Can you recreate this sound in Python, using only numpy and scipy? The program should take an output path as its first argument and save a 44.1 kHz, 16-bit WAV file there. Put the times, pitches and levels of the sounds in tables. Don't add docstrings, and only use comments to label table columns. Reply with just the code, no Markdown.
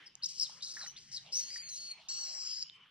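import sys
import numpy as np
from scipy import signal
from scipy.fft import rfft, irfft, next_fast_len
from scipy.io import wavfile

SR = 44100
rng = np.random.default_rng(int(sys.argv[2]) if len(sys.argv) > 2 else 0)


def makeup_ratio(level_db):
    decades = np.asarray(level_db, float) / 20
    return 10 ** decades


def master_out(mix):
    frames = np.transpose(np.atleast_2d(mix))
    ceiling = np.clip(frames, -1, 1)
    pcm = np.round(ceiling * 32767).astype(np.int16)
    wavfile.write(sys.argv[1], SR, pcm)


N = 127890
TIME = np.arange(N) / SR
OPPOSITE = np.array([[1], [-1]])


def rms_one(x):
    return x / np.sqrt(np.mean(np.abs(x) ** 2) + 1e-20)


def in_time(rows):
    moments, *columns = np.transpose(rows)
    return [np.interp(TIME, moments, column) for column in columns]


def at_hz(points, hz):
    p = np.array(points)
    return np.interp(np.log(np.maximum(hz, 1)), np.log(np.maximum(p[:, 0], 1)), p[:, 1])


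def drift(rate_hz, size=N):
    r = np.exp(-2 * np.pi * rate_hz / SR)
    settle = 20000
    smooth = signal.lfilter([1], [1, -2 * r, r * r], rng.standard_normal(size + settle))
    return rms_one(smooth[settle:])


def gate(start, length, swell=0):
    attack_s, release_s = 0.0023, 0.00438
    t = TIME - start
    opening = np.clip(t / (attack_s + swell * length ** 2), 0, 1)
    return opening * np.exp(-np.maximum(t - length + release_s, 0) / release_s)


def resonate(x, hz, width_hz):
    r = np.exp(-np.pi * width_hz / SR)
    feedback = [1, -2 * r * np.cos(2 * np.pi * hz / SR), r * r]
    return signal.lfilter([(1 - r * r) / 2, 0, (r * r - 1) / 2], feedback, x + 1e-18)


def shaky(rough, width_hz):
    rough = np.clip(rough, 0, 1)
    smooth = signal.butter(5, width_hz, fs=SR, output="sos")
    a, b = signal.sosfilt(smooth, rng.standard_normal((2, N)))
    return 1 - rough + rough * rms_one(a + 1j * b)


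def banded_noise(spectrum, patchy_db):
    # f/Hz, likeness (0-1)
    likeness = [(30, .87), (150, .97), (280, 0.45), (700, .75), (4000, 0.6), (12000, 0.25)]
    lowest, highest = spectrum[0][0], spectrum[-1][0]
    borders = np.geomspace(lowest, highest, int(3 * np.log2(highest / lowest)))
    white = rng.standard_normal((2, 2, N))
    out = 0
    for k, (low, high) in enumerate(zip(borders, borders[1:])):
        band = signal.butter(2, [low, high], "band", fs=SR, output="sos")
        mid, side = signal.sosfilt(band, white[k % 2])
        hz = np.sqrt(low * high)
        alike = np.clip(at_hz(likeness, hz), -1, 1)
        stereo = np.sqrt(1 + alike) * mid + np.sqrt(1 - alike) * side * OPPOSITE
        out = out + makeup_ratio(at_hz(spectrum, hz) + patchy_db * drift(7.36)) * stereo
    return rms_one(out)


def rumble():
    # f/Hz, density/dB per Hz
    deep_colour = [(22, -8), (92, -5.5), (150, 6), (220, -5.5), (340, -16.5)]
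    passing_db = 7.6 * np.exp(-((TIME - 1.05) / 0.697) ** 2)
    return makeup_ratio(-78.5 + passing_db) * banded_noise(deep_colour, patchy_db=2.0)


def open_air():
    # t/s, level/dB
    bustle_points = [(0, -55.5), (.1, -79.5), (.42, -85), (.8, -62), (1.1, -90.5), (1.3, -74.5), (1.8, -80),
                     (2.3, -67.5), (2.6, -85)]
    # f/Hz, density/dB per Hz
    air_colour = [(220, -16), (700, -11.5), (1700, -8.5), (3100, -3.5), (4400, -13.5), (7000, -33.5),
                  (15500, -41)]
    bustle, = in_time(bustle_points)
    level_db = -65.5 + 0.393 * (bustle - bustle.mean())
    return makeup_ratio(level_db) * banded_noise(air_colour, patchy_db=5.5)


def insects():
    hz, width_hz = 3022.6, 536
    mid, side = [resonate(resonate(n, hz, width_hz), hz, width_hz) for n in rng.standard_normal((2, N))]
    return makeup_ratio(-68 + 3.7 * drift(3.61)) * rms_one(mid + 0.473 * side * OPPOSITE)


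def rustles():
    # t/s, width/s, level/dB, f/Hz
    puffs = [(.02, 0.057, -62, 1916), (0.249, 0.022, -75, 291), (0.421, 0.044, -72, 457),
             (0.548, 0.0657, -68, 1141), (0.822, 0.0504, -58.5, 1352), (0.829, 0.033, -71, 588),
             (1.13, 0.082, -70, 1943), (1.282, 0.0336, -67, 672), (1.359, 0.0664, -71, 492.5),
             (1.6, 0.125, -63.5, 2087), (1.99, 0.0536, -71, 904), (2.202, 0.133, -71.5, 1225),
             (2.321, 0.0604, -66.5, 699), (2.45, 0.092, -72, 1261), (2.82, 0.0533, -71.5, 1110),
             (2.84, 0.045, -70, 2235)]
    sharpness = 2.4
    out = np.zeros(N)
    for s, width_s, db, hz in puffs:
        noise = resonate(rng.standard_normal(N), hz, hz / sharpness)
        noise = resonate(noise, hz, hz / sharpness)
        out += makeup_ratio(db) * np.exp(-((TIME - s) / width_s) ** 2) * rms_one(noise)
    return out


def gliding_tones(rows, rough, width_hz, flutter, swell):
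    octave_db, fifth_db, bend = -25, -21, .7
    out = np.zeros(N)
    beat = np.cumsum(110 * (1 + 0.2684 * drift(69.2))) / SR
    shake = shaky(rough, width_hz) * (1 + np.clip(flutter, 0, 1) * np.cos(2 * np.pi * beat))
    blur = shaky(1, 2 * width_hz)
    for s, length, db, from_hz, to_hz in rows:
        span = slice(int(s * SR), int((s + length + .03) * SR))
        progress = np.clip((TIME[span] - s) / length, 0, 1.1) ** bend
        turn = 2 * np.pi * np.cumsum(from_hz + (to_hz - from_hz) * progress) / SR
        overtones = makeup_ratio(octave_db) * np.exp(2j * turn) + makeup_ratio(fifth_db) * np.exp(1.45j * turn)
        wave = np.exp(1j * turn) + blur[span] * overtones
        out[span] += makeup_ratio(db + 4.5) * gate(s, length, swell)[span] * (shake[span] * wave).imag
    return out


def birds():
    # t/s, length/s, level/dB, from f/Hz, to f/Hz
    bird_notes = [
        (2.645, .055, -63, 2720, 3150),
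        (2.695, .07, -64, 3130, 3080),
        (2.76, .09, -67, 3150, 2950),
        (.865, .04, -62, 2980, 2960),
    ]
    return gliding_tones(bird_notes, rough=0.934, width_hz=57, flutter=0, swell=2.7)


def clicks():
    # t/s, peak/dB, f/Hz, time to fall 60 dB/s
    hits = [(.154, -29, 6200, .003), (.496, -46, 900, .02), (.768, -36, 1750, .025),
            (.7745, -37, 1800, .025), (.811, -38, 1720, .02), (.839, -46, 820, .035),
            (.863, -38, 1900, .015), (1.264, -39, 3800, .004), (1.276, -46, 4500, .004),
            (.071, -44, 5200, .005), (1.69, -40, 5600, .008), (1.504, -47, 2000, .02),
            (1.56, -35, 1880, .025), (2.6262, -22, 5100, .012), (2.668, -42, 5100, .012),
            (2.676, -45, 5100, .012), (2.684, -45, 5400, .012), (2.698, -34, 3600, .007)]
    size = 4000
    out, t = np.zeros(N + size), np.arange(size) / SR
    for s, db, hz, t60 in hits:
        ring = np.sin(2 * np.pi * hz * t) * makeup_ratio(-60 * t / t60) * np.minimum(t / t60 * 30, 1)
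        crack = makeup_ratio(-32) * rng.standard_normal(size) * np.exp(-t / 0.00063)
        first = int(s * SR)
        out[first:first + size] += makeup_ratio(db) * (ring + crack)
    return out[:N]


def glides():
    # t/s, length/s, level/dB, from f/Hz, to f/Hz
    calls = [(.222, 0.0315, -44, 4400, 3893), (.2565, 0.0087, -28.5, 6370, 5067),
             (.268, 0.0082, -51.5, 6200, 4100), (.381, 0.00484, -34.5, 5470, 5050),
             (.3968, 0.00672, -26.5, 5900, 4730), (.607, 0.0153, -53, 3280, 4670),
             (2.2, 0.089, -46, 5954, 5642), (2.47, 0.078, -47, 5280, 4950),
             (.623, 0.017, -41.5, 4100, 3816), (.812, 0.0413, -46.5, 4250, 3950),
             (.868, 0.0262, -44.5, 6350, 5650), (.892, 0.0277, -50, 5750, 6135),
             (.962, 0.0302, -50, 3200, 4842), (1.162, 0.0268, -42.5, 4320, 3744)]
    return gliding_tones(calls, rough=0.387, width_hz=409, flutter=0.22, swell=0)


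def squeals():
    # t/s, length/s, level/dB, from f/Hz, to f/Hz
    calls = [(.058, 0.0258, -50.5, 5540, 4914), (.66, 0.0195, -46, 4218, 4014),
             (.684, .018, -48, 4223, 3946), (.718, 0.0244, -47, 5143, 4968),
             (.231, 0.0196, -32, 5200, 5062), (.241, 0.0285, -44.5, 5670, 7140),
             (.406, 0.0344, -29.5, 5530, 5021), (.443, 0.0259, -45, 4530, 3744),
             (.623, 0.0331, -43.5, 5005, 4898), (.783, 0.036, -47.5, 5900, 4862),
             (1.118, 0.0622, -43, 5494, 4740), (1.318, 0.0541, -34.5, 4720, 5965),
             (1.345, 0.0605, -33.5, 5889, 6040), (1.40, 0.044, -43.5, 5900, 5640)]
    return gliding_tones(calls, rough=0.487, width_hz=483.5, flutter=0.222, swell=3.98)


def rasps():
    # t/s, length/s, level at start/dB, level at end/dB
    calls = [(0.286, 0.0427, -43.5, -49.5), (0.329, 0.114, -53, -42.5), (0.408, 0.2095, -48.5, -61.5),
             (0.62, 0.1104, -46.5, -46.5), (0.737, 0.1453, -48.5, -50.5), (0.964, 0.363, -57, -68),
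             (1.115, 0.0637, -54.5, -46), (1.32, 0.096, -46.5, -38), (1.429, 0.1571, -58, -45.5),
             (1.687, 0.0166, -48.5, -46.5), (1.722, 0.0628, -58.5, -44.5), (1.799, 0.113, -51, -57.5)]
    # f/Hz, width/Hz, level/dB
    tract = [(4100, 1660, -7), (5200, 2230, 3), (5900, 1650, 2), (7382, 2230, -5), (10510, 1800, -22.5),
             (12600, 2600, -27), (15100, 1200, -30.5)]
    slap = rng.random(N) < 2300 / SR
    strength = makeup_ratio(5.3 * np.minimum(rng.exponential(1, N), 3))
    slaps = slap * strength * rng.choice([-1, 1], N)
    source = rms_one(slaps) + 1.27 * rng.standard_normal(N)
    voice = np.zeros(N)
    for k, (hz, width_hz, db) in enumerate(tract):
        ringing = resonate(resonate(source, hz, width_hz), hz, 0.66 * width_hz)
        voice += makeup_ratio(db) * rms_one(ringing) * (-1) ** k
    level = sum(gate(s, n) * makeup_ratio(np.interp(TIME, [s, s + n], [a, b])) for s, n, a, b in calls)
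    return level * rms_one(voice)


def cry(pitch, db, rough, throat, share, width_hz, wobble, count):
    turn = 2 * np.pi * np.cumsum(pitch * (1 + wobble * drift(65.4))) / SR
    out = np.zeros(N)
    for k in range(2, 12):
        hz = k * pitch
        level = makeup_ratio(db + at_hz(throat, hz)) * share(k) * (hz < 15600)
        shake = shaky(rough * max(k, count) / (count + 1), width_hz)
        out += level * (shake * np.exp(1j * k * turn)).imag
    return out


def first_cry():
    # t/s, strong line f/Hz, level/dB, share of odd overtones (0-1)
    path = [
        (1.413, 4350, -42.5, 0.56),
        (1.468, 4368, -45.5, 0.7),
        (1.523, 4808, -41, 0.163),
        (1.609, 4707, -40, 0.22),
        (1.627, 4433, -49.5, 0.786),
        (1.69, 4259, -41.5, 0.394),
        (1.741, 4020, -39.5, 0.742),
        (1.793, 4405, -42, 0.338),
        (1.931, 4369, -40, 0.069),
    ]
    # f/Hz, level/dB
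    throat = [(2200, -67), (4400, -1), (6600, 4), (8800, -17.5), (11000, -16), (13200, -35.5), (15400, -48)]
    # t/s, width/s, level/dB
    end_swell = (1.917, 0.00566, 8.75)
    line, db, odd = in_time(path)
    db = db + end_swell[2] * np.exp(-((TIME - end_swell[0]) / end_swell[1]) ** 2)

    def share(k):
        return odd if k % 2 else 1

    voice = cry(line / 2, db, .3, throat, share, 270, 0.01514, count=2)
    return voice * gate(path[0][0], path[-1][0] - path[0][0])


def second_cry():
    # t/s, pitch f/Hz, level/dB, roughness (0-1), hoarse band level/dB
    path = [
        (2.085, 1235, -36.5, 0.36, -81.5),
        (2.098, 1479, -35.5, 0.49, -42),
        (2.136, 1432, -38, 0.56, -42.5),
        (2.203, 1487, -40, 0.35, -44),
        (2.293, 1411, -41.5, 0.53, -42.5),
        (2.362, 1459, -43.5, 1.12, -40),
        (2.529, 1365, -44.5, 0.79, -38.5),
        (2.635, 1381, -48, 0.59, -40),
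        (2.642, 1400, -76, 0.78, -56),
    ]
    # f/Hz, level/dB
    throat = [(2900, -22), (4400, 1), (5900, 1), (7300, -4), (8800, -24), (10300, -24), (11800, -32.5),
              (14800, -42)]
    pitch, db, rough, hoarse_db = in_time(path)

    def share(k):
        if k < 5:
            return 1.3 - rough
        return .2 if k % 3 == 0 else 1

    voice = cry(pitch, db, rough, throat, share, 277, 0.00593, count=4)
    carrier = np.exp(2j * np.pi * 3.7 * np.cumsum(pitch) / SR)
    hoarse = makeup_ratio(hoarse_db) * (shaky(0.978, 457) * carrier).imag
    return (voice + hoarse) * gate(path[0][0], path[-1][0] - path[0][0])


def monkey():
    return squeals() + glides() + rasps() + first_cry() + second_cry()


def ports(x):
    # f/Hz, phase/rad
    lead = [(3200, -1), (4100, -1), (5300, -2), (7700, -3), (14000, -2)]
    # f/Hz, level/dB
    louder_left = [(1000, 4.5), (2500, -3.5), (5000, 3.5), (9000, 1)]
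    size = next_fast_len(N + 2000)
    hz = np.arange(size // 2 + 1) * SR / size
    half = makeup_ratio(at_hz(louder_left, hz) / 2) * np.exp(.5j * at_hz(lead, hz))
    return irfft(rfft(x, size) * np.array([half, 1 / half]), size)[:, :N]


def walls(x):
    t60_s, start_s = 0.322, 0.01307
    t = np.arange(SR) / SR
    shape = makeup_ratio(-60 * t / t60_s) * np.clip(t / start_s - .5, 0, 1)
    tail = signal.lfilter([1], [1, -.5], rng.standard_normal((2, SR))) * shape
    tail = tail / np.sqrt(np.sum(tail[0] ** 2))
    return makeup_ratio(-15) * signal.fftconvolve(x[None], tail, axes=1)[:, :N]


def scene():
    # t/s, extra left level/dB
    head = [
        (0, -0.5),
        (.45, 3),
        (.7, 0.72),
        (.9, 0),
        (1.2, 1.54),
        (2.1, -0.7),
        (2.6, 2.03),
        (2.9, 13.5),
    ]
    background = rumble() + open_air() + insects() + rustles() + birds()
    small = clicks()
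    near = monkey()
    head_db, = in_time(head)
    direct = ports(near) * makeup_ratio(head_db * OPPOSITE / 2)
    knocks = ports(small) * makeup_ratio(-4 * OPPOSITE / 2)
    return background + knocks + direct + walls(near + .5 * small)


def top_cut(x):
    return signal.sosfilt(signal.butter(12, 15690, fs=SR, output="sos"), x)


def record(dry):
    return top_cut(dry)


dry = scene()
out = record(dry)
master_out(out)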